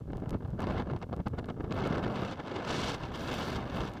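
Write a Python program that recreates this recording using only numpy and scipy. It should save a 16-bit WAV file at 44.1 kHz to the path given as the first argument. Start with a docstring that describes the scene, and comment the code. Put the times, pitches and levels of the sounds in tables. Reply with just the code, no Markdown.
"""Wind and snow at a microphone port

Wind on an open snow slope blows straight across the port of a small camera microphone.
Slow air rumbles and flaps in separate buffets; faster air sheds smaller eddies, whose pressure
fluctuates more quickly, so the rumble opens into a roar and a hiss. Blown grains of snow tick
on the housing, and the camera cuts two narrow notches into everything."""
import sys
import numpy as np
from scipy import signal
from scipy.io import wavfile

SR = 44100
rng = np.random.default_rng(int(sys.argv[2]) if len(sys.argv) > 2 else 0)


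def transcribe(u):
    """Save the signal u as a 16-bit wav file named by the first command-line argument.

    u: samples, shape (n,) or (channels, n), limited to [-1, 1]; the rate is SR.
    q: integer samples, one column per channel.
    """
    v = np.clip(np.atleast_2d(u).T, -1, 1)
    q = np.round(v * 32767).astype(np.int16)
    wavfile.write(sys.argv[1], SR, q)


N = 176400


def from_db(db):
    """Amplitude grows tenfold for every 20 dB."""
    return 10 ** (np.asarray(db) / 20)


def at_hz(spectrum, hz):
    """A spectrum is interpolated on a logarithmic frequency axis."""
    frequencies, db = np.transpose(spectrum)
    return np.interp(np.log(hz), np.log(frequencies), db)


def drift(rate_hz):
    """Low-passed noise wanders smoothly, here with unit standard deviation."""
    pole = np.exp(-20 * np.pi * rate_hz / SR)   # at a tenth of the sample rate
    white = rng.standard_normal(N // 10 + 2002)
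    slow = signal.lfilter([1], [1, -2 * pole, pole * pole], white)[2000:]
    return np.interp(np.arange(N) / 10, np.arange(len(slow)), slow / slow.std())


# Small difference between the two channels: (frequency [Hz], side minus mid [dB])
STEREO_WIDTH = [(100, -72), (500, -60.5), (1400, -48.5), (2800, -37), (5600, -28.5), (12000, -23)]
def noise_bands():
    """Band-pass filters divide white noise of unit power per hertz into (centre, stereo band) pairs."""
    edges = np.geomspace(75, 16500, 23) - 55
    white = rng.standard_normal((2, 2, N)) * np.sqrt(SR / 2)
    for k, (low, high) in enumerate(zip(edges, edges[1:])):
        band_pass = signal.butter(3, [low, high], "band", fs=SR, output="sos")
        mid, side = signal.sosfilt(band_pass, white[k % 2])   # adjacent bands are independent
        hz = np.sqrt(low * high)
        yield hz, mid + from_db(at_hz(STEREO_WIDTH, hz)) * np.array([side, -side])


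# Faint hiss under the wind: (frequency [Hz], relative level [dB])
HISS_SPECTRUM = [(500, -101), (2000, -106), (5000, -112), (10000, -121), (15000, -122)]
def hiss_gain(hz):
    """Stationary noise keeps a constant mean amplitude in each band."""
    return from_db(at_hz(HISS_SPECTRUM, hz) - 4.5)


# Treble fizz of the hardest gusts: (time [s], spectral density [dB])
FIZZ_LEVELS = [(0, -132), (.58, -130), (.65, -120), (.8, -117), (.85, -132), (1.69, -130), (1.73, -116),
               (2.0, -122), (2.23, -115), (2.36, -132), (2.64, -126), (2.7, -111), (2.92, -109),
               (3.0, -123), (3.12, -122), (3.16, -111), (3.35, -104), (3.56, -110), (3.6, -119),
               (3.72, -118), (3.77, -110), (3.88, -114), (3.92, -123)]
def fizz_gain(t):
    """Random amplitude modulation makes the fizz flicker."""
    flicker_db = 2.5 * drift(rate_hz=52)
    return from_db(np.interp(t, *np.transpose(FIZZ_LEVELS)) + flicker_db)


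# Larger grains of snow striking the housing: (time [s], relative level [dB])
LARGE_GRAINS = [(.171, -31.5), (0.292, -34), (0.2944, -25.5), (0.296, -36), (.307, -23), (.505, -38),
                (0.605, -25.5), (0.621, -27), (.968, -40), (1.165, -33), (1.283, -30.5), (1.458, -34),
                (1.875, -25.5), (3.937, -28.5)]
GRAINS_PER_S, GRAIN_DB, GRAIN_SPREAD_DB = 45, -59, 6   # fine spindrift
TICK_CORNER_HZ, TICK_GAIN_DB = 1700, 8.5
def snow():
    """An impact on a heavily damped housing is a low-passed impulse: a dead tick."""
    sizes = from_db(GRAIN_DB + GRAIN_SPREAD_DB * np.minimum(rng.exponential(1, N), 4))
    arrivals = rng.random(N) < GRAINS_PER_S / SR
    impulses = sizes * arrivals + 1e-18
    for when, db in LARGE_GRAINS:
        impulses[int(when * SR)] += from_db(db)
    damping = signal.butter(1, TICK_CORNER_HZ, fs=SR)
    return from_db(TICK_GAIN_DB) * signal.lfilter(*damping, impulses)


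# Single large eddies at the port: (time [s], frequency [Hz], envelope peak [dB])
LARGE_EDDIES = [(0.351, 209, -24), (0.453, 97, -28.5), (0.491, 115, -29), (0.535, 146, -29),
                (.725, 96, -46), (.93, 140, -26.5), (1.203, 150, -29.5), (1.278, 90, -42),
                (1.321, 109, -31.5), (1.909, 225, -22), (3.819, 57.4, -32)]
THUMP_HALF_CYCLES = 0.91   # half length of the envelope, in periods
def thumps():
    """A passing eddy is a wave packet: a rounded swing of pressure a few cycles long."""
    t, out = np.arange(N) / SR, np.zeros(N)
    for (when, hz, db), phase in zip(LARGE_EDDIES, rng.random(len(LARGE_EDDIES))):
        cycles = (t - when) * hz
        envelope = from_db(db) * np.exp(-(cycles / THUMP_HALF_CYCLES) ** 2)
        out += envelope * np.sin(2 * np.pi * (cycles + phase))
    return out


# Gusts at the port: (time [s], relative eddy level [dB], corner frequency [Hz])
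GUSTS = [(0.0, -65.5, 400), (0.05, -69, 208), (0.098, -62.5, 570), (0.26, -68, 594), (0.36, -61.5, 390),
         (0.39, -71, 410), (0.47, -71, 460), (0.575, -66, 454), (0.606, -63, 1340), (0.812, -59.5, 1380),
         (0.838, -66, 706), (0.949, -64, 1010), (0.995, -74, 534), (1.09, -70, 365), (1.169, -65, 650),
         (1.24, -73.5, 264), (1.31, -70, 397), (1.56, -70.5, 470), (1.692, -67, 607), (1.781, -59.5, 1950),
         (1.9, -60.5, 1750), (2.1, -61, 1290), (2.18, -64, 2340), (2.28, -65.5, 2690), (2.37, -74, 1330),
         (2.47, -67.5, 2150), (2.59, -61.5, 2120), (2.65, -65.5, 2170), (2.698, -62, 4200),
         (2.9, -63.5, 5500), (2.992, -70, 1910), (3.04, -68.5, 2550), (3.11, -67, 2040),
         (3.16, -70.5, 3270), (3.22, -67.5, 3120), (3.32, -63, 4000), (3.565, -65, 3120),
         (3.59, -64.5, 1710), (3.72, -69.5, 1910), (3.768, -62.5, 2390), (3.88, -66, 2650),
         (3.92, -70, 1740), (4.0, -69, 1700)]
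# Short buffets: (time [s], half length [s], level rise [dB], corner shift [octaves])
SHORT_BUFFETS = [(0.127, 0.03, 1.5, -0.4), (.23, 0.066, 2, -0.1), (0.344, 0.019, 4.5, 1.07),
                 (.452, 0.011, 5.5, 1.5), (0.801, 0.014, 0, 0.32), (1.028, .013, 9.5, 2.5),
                 (1.131, 0.01, 6.5, 1.63), (1.207, 0.012, 12, 0.9), (1.269, 0.013, 13.5, 2),
                 (1.333, 0.023, 5, 0), (1.388, .012, 7, 2.0), (1.444, 0.017, 6.5, 1),
                 (1.499, 0.016, 8.5, 1.5), (1.608, .011, 9, 0.66), (1.642, 0.012, 5.5, 0.96),
                 (1.723, 0.0089, 6, 1.4), (2.04, 0.011, 1, .8), (2.232, 0.0089, 7.5, -0.5),
                 (2.329, 0.014, 4, .7), (2.397, 0.017, 10.5, 0.0), (2.946, 0.0095, 3.5, 1),
                 (3.038, 0.0061, 8, 0.7), (3.152, 0.0095, 5.5, .5), (3.561, 0.0044, 3, 0.34)]
SLOW_WIND_HZ, STEADYING = 666, 0.47   # above this corner, flutter shrinks by this power law
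FLUTTER_DB, FLUTTER_OCTAVES, TEARING_OCTAVES = 2.5, 0.18, 0.49
def airflow(t):
    """Faster air sheds smaller eddies, so the corner of their spectrum rises with wind speed."""
    times, db, hz = np.transpose(GUSTS)
    level_db, octave = np.interp(t, times, db), np.interp(t, times, np.log2(hz))
    unsteadiness = (SLOW_WIND_HZ / np.maximum(2 ** octave, SLOW_WIND_HZ)) ** STEADYING
    for when, half_length, rise_db, shift_octaves in SHORT_BUFFETS:
        swell = np.exp(-((t - when) / half_length) ** 2)
        level_db += rise_db * swell
        octave += shift_octaves * swell
    flutter = unsteadiness * drift(rate_hz=64)
    tearing = unsteadiness * drift(rate_hz=252)   # brightness flicks as flow tears off the edge
    corner_hz = 2 ** (octave + FLUTTER_OCTAVES * flutter + TEARING_OCTAVES * tearing)
    return level_db + FLUTTER_DB * flutter, corner_hz


TREBLE_DB_PER_OCTAVE, KNEE_SHARPNESS = 15, 2.015
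BASS_DB_PER_OCTAVE, LARGEST_EDDY = 0.5, 0.078   # the bass thins below this fraction of the corner
def turbulence_db(hz, corner_hz):
    """Eddy pressure follows power laws: steep above the corner, shallow below the largest eddy."""
    treble_octaves = np.log2(1 + (hz / corner_hz) ** KNEE_SHARPNESS) / KNEE_SHARPNESS
    bass_octaves = np.log2(1 + (LARGEST_EDDY * corner_hz / hz) ** 2) / 2
    return -TREBLE_DB_PER_OCTAVE * treble_octaves - BASS_DB_PER_OCTAVE * bass_octaves


RASP_HZ, RASP_HALF_OCTAVES, RASP_DB = 1370, 0.55, 3.5
def rasp_db(hz, corner_hz):
    """Slow air rasps in the port: a broad spectral peak that fades as the flow quickens."""
    slowness = 1 / (1 + (corner_hz / RASP_HZ) ** 2)
    return RASP_DB * slowness * np.exp(-(np.log2(hz / RASP_HZ) / RASP_HALF_OCTAVES) ** 2)


# Response of the port to eddies: (frequency [Hz], gain [dB])
PORT_RESPONSE = [(20, -3), (40, -1.5), (70, 4), (130, 4.5), (220, 2), (450, -2.5), (900, -6), (1450, -8.5),
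                 (2300, -10), (3600, -9), (5200, -12), (7300, -17), (10000, -23.5), (14000, -34)]
# Deep bass against the rest: (time [s], shelf gain [dB])
BASS_SHELF = [(0, 2), (.5, 5), (.9, 1.5), (1.3, 1.5), (1.8, -2.5), (2.2, -5.5), (2.55, -24), (2.85, 1),
              (3.1, 4), (3.5, -3.5), (3.8, 5), (4.0, -4)]
BASS_BELOW_HZ, FIZZ_ABOVE_HZ = 60, 5000
EDDY_GAIN_DB, PATCHY_DB = -0.84, 1.0
def wind():
    """The port filters the eddy pressure; eddies, hiss and fizz are incoherent and add in power."""
    t, out = np.arange(N) / SR, np.zeros((2, N))
    level_db, corner_hz = airflow(t)
    bass_db = np.interp(t, *np.transpose(BASS_SHELF))
    fizz = fizz_gain(t)
    for hz, noise in noise_bands():
        flow_db = level_db + turbulence_db(hz, corner_hz) + PATCHY_DB * drift(rate_hz=24)
        port_db = at_hz(PORT_RESPONSE, hz) + rasp_db(hz, corner_hz)
        shelf_db = bass_db / (1 + (hz / BASS_BELOW_HZ) ** 2)
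        eddies = from_db(EDDY_GAIN_DB + flow_db + port_db + shelf_db)
        background = np.hypot(hiss_gain(hz), fizz * min(1, hz / FIZZ_ABOVE_HZ))
        out += noise * np.hypot(eddies, background)
    return out


def scene():
    """The pressures of wind and blown snow superpose right at the microphone."""
    return wind() + thumps() + snow()


# Narrow stop bands of the camera: (frequency [Hz], bandwidth [Hz])
CAMERA_NOTCHES = [(1912, 170), (2402, 170)]
CUTOFF_HZ = 15500
def record(dry):
    """The camera acts as a linear filter: two notches and a steep low-pass."""
    for hz, width_hz in CAMERA_NOTCHES:
        dry = signal.lfilter(*signal.iirnotch(hz, hz / width_hz, fs=SR), dry)
    low_pass = signal.ellip(12, .1, 80, CUTOFF_HZ, fs=SR, output="sos")
    return signal.sosfilt(low_pass, dry)


dry = scene()
out = record(dry)
transcribe(out)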